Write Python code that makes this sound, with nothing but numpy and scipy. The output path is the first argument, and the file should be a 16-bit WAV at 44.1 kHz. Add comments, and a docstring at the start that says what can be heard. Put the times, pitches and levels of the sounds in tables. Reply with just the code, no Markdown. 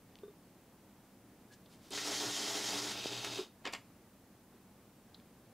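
"""Electric label dispenser, one feed

On a table in a small quiet room, close to the microphone, over a low rush of ventilation.
A knob ticks, fingers brush a label, and the geared mains motor feeds it, crackling off its backing,
until a hand lifts it away and it flips over with a puff. The motor brakes with a knock of the housing,
the loose label buckles twice, and the knob ticks again."""
import sys
import numpy as np
from scipy import signal
from scipy.fft import rfft, irfft, next_fast_len
from scipy.io import wavfile
from scipy.ndimage import uniform_filter1d

SR = 44100
rng = np.random.default_rng(int(sys.argv[2]) if len(sys.argv) > 2 else 0)


def unload_audio(sound):
    """Save the sound as a 16-bit wav file, at the path given as the first command line argument."""
    columns = np.transpose(np.atleast_2d(sound))
    # keep every value between -1 and 1, then stretch to whole-number steps
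    steps = np.round(np.clip(columns, -1, 1) * 32767)
    wavfile.write(sys.argv[1], SR, steps.astype(np.int16))


N = 243873
TIME = np.arange(N) / SR

# gear teeth heard through the housing: frequency_hz, relative_db
GEAR_SPECTRUM = [(25, -52), (150, -27), (200, -2), (260, -7.5), (320, 0.5), (420, -2), (490, -6.5),
                 (620, -4.5), (850, -2.5), (1050, -8), (1250, -8), (1500, -7.5), (2200, -16.5), (4000, -28)]
# resonances of the steel housing: pitch_hz, width_hz, lift_db
HOUSING_RESONANCES = [(290.7, 11.2, 14), (406.6, 45, 8.5), (673, 36, 6), (854, 37, 3.5), (1360, 95, 3)]
# chatter of loose teeth and rollers: frequency_hz, relative_db
CHATTER_SPECTRUM = [(800, -13.5), (1500, -13), (2200, -7), (2700, -1.5), (3400, -3.5), (4300, -1.5),
                    (5500, -6), (6500, -8), (7700, -10.5), (8500, -17.5), (11000, -18.5), (12600, -24),
                    (15500, -30)]
# resonances of the gearbox and rollers: pitch_hz, width_hz, lift_db
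ROLLER_RESONANCES = [(2590, 160, 4.5), (3220, 120, 4.5), (3730, 32, 0), (3724, 230, 10), (4240, 130, 0.5),
                     (4970, 140, 8.5), (6040, 140, 6.5), (6600, 90, 7.5), (7700, 150, 4), (9040, 250, 7)]
# the drive surges as the label is tugged and the backing springs slack:
# centre_s, length_s, gear_lift_db, hum_lift_db, chatter_lift_db
DRIVE_SURGES = [(2.272, 0.055, 1, 15, -2), (2.759, 0.048, 5, 7, 6), (3.08, .15, 0.5, 3.5, 3)]
# crackle of glue letting go: frequency_hz, relative_db
PEEL_SPECTRUM = [(40, -40), (300, -14), (800, -10), (1200, -11), (1650, -7.5), (2000, -1), (2500, -8),
                 (3200, -1), (4300, -1), (5500, 1), (7000, -1.5), (8300, -9), (11000, -13), (15500, -27)]
# resonances of the stripping plate: pitch_hz, width_hz, lift_db
PLATE_RESONANCES = [(1410, 110, 4.5), (3190, 150, 4), (4030, 27, 6), (4100, 25, -3), (4470, 200, 2),
                    (5060, 120, 5), (5500, 45, 3), (6200, 65, 2), (6820, 150, 3)]
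# jolts of the housing: start_s, level_db, pitch_factor, rise_s, decay_factor
HOUSING_JOLTS = [(0.2335, -41, 1.004, .001, 0.78), (.279, -42, 1.01, 0.0037, 0.58),
                 (1.906, -44, 0.93, .003, 0.76), (3.385, -36, 1.04, 0.0033, 0.77),
                 (3.392, -29, 0.92, 0.0031, 0.47)]
# modes of the housing, scaled by each jolt: pitch_hz, relative_db, t60_s
HOUSING_MODES = [(390, -28, 0.081), (408.3, 0.5, 0.18), (443, -11, 0.16), (720, -27, .05),
                 (1165, -17.5, 0.12), (1500, -24, 0.17), (3590, -23.5, 0.16)]
# ticks of knob, switch and rollers: start_s, peak_db, pitch_hz, width_hz, t60_s
PART_TICKS = [(0.1556, -44.5, 3100, 3000, .008), (.188, -49, 3300, 3000, 0.011),
              (1.507, -61.5, 1670, 160, .25), (1.535, -54, 6000, 1800, .04), (1.66, -54, 3580, 1800, 0.04),
              (1.906, -42, 8600, 4500, 0.044), (1.921, -41, 8000, 4000, .04),
              (1.976, -29.5, 2170, 3500, 0.091), (3.2463, -27, 2300, 6010, 0.058),
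              (5.145, -44.5, 3967, 1000, 0.032), (5.2, -55.5, 2700, 1400, .012)]
# ring of the loose label: frequency_hz, relative_db
LABEL_SPECTRUM = [(100, -37), (230, -13.5), (520, -6), (700, -9), (1070, -3.5), (1550, -10), (2100, -1),
                  (2700, -5.5), (3400, -8.5), (4800, -12.5), (6500, -21), (7400, -17), (9000, -31.5),
                  (12000, -38), (15000, -54)]
# the label buckles and springs back: start_s, level_db, shiver_s, tilt_db_per_octave
LABEL_BUCKLES = [(3.654, -44, .028, -3), (3.733, -45, 0.015, -1.5)]
# the sharpest creases snapping through: start_s, level_db, t60_s, tilt_db_per_octave
CREASE_SNAPS = [(3.6545, -34.5, 0.035, -0.5), (3.6646, -36.5, 0.022, -0.5), (3.674, -35, 0.031, -0.5),
                (3.726, -50.5, .04, 13), (3.7345, -39.5, 0.028, -1), (3.7376, -34, 0.0062, 7.5),
                (3.7495, -41, .03, 1.5)]
# fingers sliding on paper: centre_s, length_s, level_db
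FINGER_STROKES = [(1.534, 0.025, -63.5), (1.731, 0.048, -65), (1.873, 0.092, -65.5)]
# steady air in the room: frequency_hz, relative_db
AIR_SPECTRUM = [(20, -21), (55, -10), (87, -6.5), (120, -3), (150, -7.5), (190, 0), (300, -5), (400, -10),
                (850, -15), (1300, -20.5), (2400, -25.5), (4000, -31), (8000, -35.5), (15500, -42)]
# self-noise of each input channel: frequency_hz, relative_db
HISS_SPECTRUM = [(12, -29), (20, 5), (112, -3), (252, -12.5), (452, -7.5), (1630, -10), (15500, -5.5)]

# one feed: the motor spins up, runs, and slows to rest after the brake
START_S, SPIN_UP_S, BRAKE_S, COAST_S = 1.903, 0.03, 3.382, 0.12
# the label peels at full width, then narrows to its last corner as the hand lifts it away
PEEL_S, PEEL_RISE_S, LIFT_S, FREE_S, LET_GO_S = 1.918, 0.034, 2.78, 2.92, 0.048
# the backing draws taut, and gears and peeling grow louder
TAUT_S, TAUT_RISE_S = 2.04, 0.036
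GEAR_DB, TAUT_GEAR_DB, PEEL_DB, TAUT_PEEL_DB = -50, 3, -42, 1.5
# the drive roller runs out of round and loads the gears once a turn
TURN_HZ, HEAVIEST_S, TURN_DB = 6.86, 2.245, 1.5
# loose teeth and rollers chatter less while the label drags on them
CHATTER_DB, DAMPED_CHATTER_DB = -45.5, -4
# the stator hum, and how it grows from the moment the label is lifted
HUM_HZ, HUM_DB, LIFTED_HUM_DB, HUM_RISE_S = 120, -68, 8, 0.04


def motor(torque_ripple=0.11, wobble_db=1.36):
    """Gear teeth knock and chatter, harder at each torque pulse of the mains; the stator hums."""
    phase = 2 * np.pi * HUM_HZ * TIME
    torque = (1 + torque_ripple * np.cos(phase)) * undb(wobble_db * wander(35))
    tooth_hits = impacts(per_s=1800, scatter_db=2.5) * torque
    gears = unit(colour(tooth_hits, GEAR_SPECTRUM, HOUSING_RESONANCES))
    loose_hits = impacts(per_s=7000, scatter_db=1.5) * torque
    chatter = unit(colour(loose_hits, CHATTER_SPECTRUM, ROLLER_RESONANCES))
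    hum = np.sqrt(2) * np.sin(phase) * undb(3.2 * wander(22.03))
    tension = adhesion() * ramp(TAUT_S, TAUT_RISE_S)
    roller_load = np.cos(2 * np.pi * TURN_HZ * (TIME - HEAVIEST_S))
    gear_db = GEAR_DB + TAUT_GEAR_DB * tension + TURN_DB * roller_load
    chatter_db = CHATTER_DB + DAMPED_CHATTER_DB * adhesion()
    hum_db = HUM_DB + LIFTED_HUM_DB * ramp(LIFT_S, HUM_RISE_S)
    for centre_s, length_s, gear_lift_db, hum_lift_db, chatter_lift_db in DRIVE_SURGES:
        surge = swell(centre_s, length_s)
        gear_db += gear_lift_db * surge
        hum_db += hum_lift_db * surge
        chatter_db += chatter_lift_db * surge
    return running() * (gears * undb(gear_db) + chatter * undb(chatter_db) + hum * undb(hum_db))


def running():
    """Gain of the drive: spin up, hold, then fall with the square of its speed."""
    return ramp(START_S, SPIN_UP_S) * (1 - ramp(BRAKE_S, COAST_S)) ** 2


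def peeling(grip_db=0.7, contact_shift=0.23):
    """Threads of glue snap by the thousand as the backing bends over the stripping plate."""
    snaps = impacts(per_s=9000, scatter_db=2.5) * undb(grip_db * wander(60))
    # the line of contact wanders, so each resonance of the plate is driven now more, now less
    shifting = sum(wander(32) * resonate(snaps, hz, 3 * width_hz) for hz, width_hz, _ in PLATE_RESONANCES)
    crackle = unit(colour(snaps + contact_shift * shifting, PEEL_SPECTRUM, PLATE_RESONANCES))
    return crackle * undb(PEEL_DB + TAUT_PEEL_DB * ramp(TAUT_S, TAUT_RISE_S)) * adhesion()


def adhesion(narrowing_db_per_s=26):
    """Share of the label's width that is being pulled off the backing."""
    narrowing = undb(-narrowing_db_per_s * np.maximum(TIME - LIFT_S, 0))
    return ramp(PEEL_S, PEEL_RISE_S) * narrowing * (1 - ramp(FREE_S, LET_GO_S))


def knocks():
    """The housing rings low when the knob is turned and when the motor starts and brakes."""
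    out = np.zeros(N)
    for start_s, level_db, pitch_factor, rise_s, decay_factor in HOUSING_JOLTS:
        for hz, mode_db, t60_s in HOUSING_MODES:
            decay = fade(t60_s * decay_factor)
            age_s = TIME[:len(decay)]
            attack = 1 - np.exp(-age_s / rise_s)
            tone = np.sin(2 * np.pi * hz * pitch_factor * age_s)
            add(out, start_s, undb(level_db + mode_db) * decay * attack * tone)
    return out


def ticks(rattle=0.36):
    """A hard contact and a short rattle excite one resonance of a small part."""
    out = np.zeros(N)
    for start_s, peak_db, hz, width_hz, t60_s in PART_TICKS:
        decay = fade(t60_s)
        push = rattle * decay * rng.standard_normal(len(decay))
        push[0] = 2  # the hard contact
        tick = resonate(resonate(push, hz, width_hz), hz, width_hz)
        add(out, start_s, undb(peak_db) * tick / np.abs(tick).max())
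    return out


def buckling(give_s=0.0054, t60_s=0.083):
    """The loose label gives way, shivers while it folds through, and settles."""
    out = np.zeros(N)
    for start_s, level_db, shiver_s, tilt_db in LABEL_BUCKLES:
        giving = np.exp(np.minimum(TIME - start_s, 0) / give_s)
        settling = np.exp(-np.log(1000) * np.maximum(TIME - start_s - shiver_s, 0) / t60_s)
        envelope = giving * settling
        out += undb(level_db) * label_ring(envelope * rng.standard_normal(N), envelope, tilt_db)
    return out


def creasing(snap=2.8, give_s=0.0014, lead_s=0.01):
    """Each crease gives way, snaps and sets the label shivering for a few milliseconds."""
    out = np.zeros(N)
    for start_s, level_db, t60_s, tilt_db in CREASE_SNAPS:
        giving = np.exp((TIME[:int(lead_s * SR)] - lead_s) / give_s)
        envelope = np.concatenate([giving, fade(t60_s)])
        shiver = envelope * rng.standard_normal(len(envelope))
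        shiver[len(giving)] = snap
        add(out, start_s - lead_s, undb(level_db) * label_ring(shiver, envelope, tilt_db))
    return out


def label_ring(push, envelope, tilt_db):
    """The loose label rings to a push, with the energy of the given envelope."""
    ring = colour(push, LABEL_SPECTRUM, tilt_db=tilt_db)
    return ring * np.sqrt(np.sum(envelope ** 2) / np.sum(ring ** 2))


def flap(start_s=3.0575, gain_db=-23, pitch_hz=340, t60_s=0.0077, band_hz=(130, 1100)):
    """The lifted label flips over and pushes one soft puff of air."""
    out = np.zeros(N)
    swing = fade(t60_s)
    puff = swing * np.cos(2 * np.pi * pitch_hz * TIME[:len(swing)])
    soften = signal.butter(2, band_hz, "band", fs=SR, output="sos")
    add(out, start_s, undb(gain_db) * signal.sosfilt(soften, puff))
    return out


def brushing():
    """Skin catches and slips on the label in short soft strokes."""
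    strokes = sum(undb(db) * swell(centre_s, length_s) for centre_s, length_s, db in FINGER_STROKES)
    slips = impacts(per_s=3400, scatter_db=0.5)
    return strokes * unit(resonate(slips, hz=4000, width_hz=3600))


def room(direct, wet_db=-9, t60_s=0.23, gap_s=0.0054):
    """The near walls return a short diffuse tail, thin in the bass, just behind the direct sound."""
    decay = fade(t60_s)
    tail = decay * rng.standard_normal(len(decay)) * (TIME[:len(decay)] > gap_s)
    tail = colour(tail, [(150, -13), (500, -3.5), (1200, 1.5), (3000, -1.5), (7000, -2.5), (15000, 0)])
    tail /= np.sqrt(np.sum(tail ** 2))
    return direct + undb(wet_db) * signal.fftconvolve(direct, tail)[:N]


def ventilation(level_db=-61.5, drift_db=0.5):
    """Room tone: a low steady rush of air."""
    return unit(colour(rng.standard_normal(N), AIR_SPECTRUM)) * undb(level_db + drift_db * wander(12))


def impacts(per_s, scatter_db):
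    """A random train of tiny impacts of uneven size."""
    struck = rng.random(N) < per_s / SR
    return unit(struck * rng.choice([-1, 1], N) * undb(scatter_db * rng.standard_normal(N)))


def wander(rate_hz):
    """Smooth random drift of rms 1."""
    hold = int(SR / rate_hz)
    steps = np.repeat(rng.standard_normal(N // hold + 1), hold)[:N]
    return unit(uniform_filter1d(steps, hold))


def colour(x, spectrum, resonances=(), tilt_db=0):
    """Causal filter from a spectrum, with resonances on top and a tilt per octave."""
    size = 2 * next_fast_len(len(x))
    hz = np.maximum(np.fft.rfftfreq(size, 1 / SR), 1)
    point_hz, point_db = np.transpose(spectrum)
    db = np.interp(np.log(hz), np.log(point_hz), point_db) + tilt_db * np.log2(hz)
    for pitch_hz, width_hz, lift_db in resonances:
        db += lift_db / (1 + (2 * (hz - pitch_hz) / width_hz) ** 2)
    # minimum phase: nothing rings before it is struck
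    cepstrum = irfft(db * np.log(10) / 20)
    cepstrum[1:size // 2] *= 2
    cepstrum[size // 2 + 1:] = 0
    return irfft(rfft(x, size) * np.exp(rfft(cepstrum)))[:len(x)]


def resonate(x, hz, width_hz):
    """One resonance, gain 1 at its centre."""
    return signal.lfilter(*signal.iirpeak(hz, hz / width_hz, fs=SR), x)


def fade(t60_s, size=16384):
    """Exponential decay."""
    return np.exp(-np.log(1000) * TIME[:size] / t60_s)


def ramp(start_s, length_s):
    """Rise from 0 to 1 and hold."""
    return np.clip((TIME - start_s) / length_s, 0, 1)


def swell(centre_s, length_s):
    """A smooth bump of height 1."""
    return np.exp(-2 * ((TIME - centre_s) / length_s) ** 2)


def add(track, start_s, sound):
    """Mix a sound in at a time."""
    start = int(start_s * SR)
    track[start:start + len(sound)] += sound[:N - start]


def undb(db):
    """Decibels to gain."""
    return 10 ** (np.asarray(db) / 20)


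def unit(x):
    """Scale to rms 1."""
    return x / np.sqrt(np.mean(x ** 2))


def scene():
    """Machine and paper close up, over the room tone, the same in both channels."""
    direct = motor() + peeling() + ticks() + buckling() + creasing() + brushing()
    at_microphone = room(direct) + knocks() + flap() + ventilation()
    return np.array([at_microphone, at_microphone])


def record(dry, hiss_db=-69.5, top_hz=15650):
    """Each input channel adds faint hiss of its own; the top is cut steeply."""
    hiss = np.array([unit(colour(rng.standard_normal(N), HISS_SPECTRUM)) for _ in dry])
    high_cut = signal.ellip(12, 0.1, 70, top_hz, fs=SR, output="sos")
    return signal.sosfilt(high_cut, dry + undb(hiss_db) * hiss)


dry = scene()
out = record(dry)
unload_audio(out)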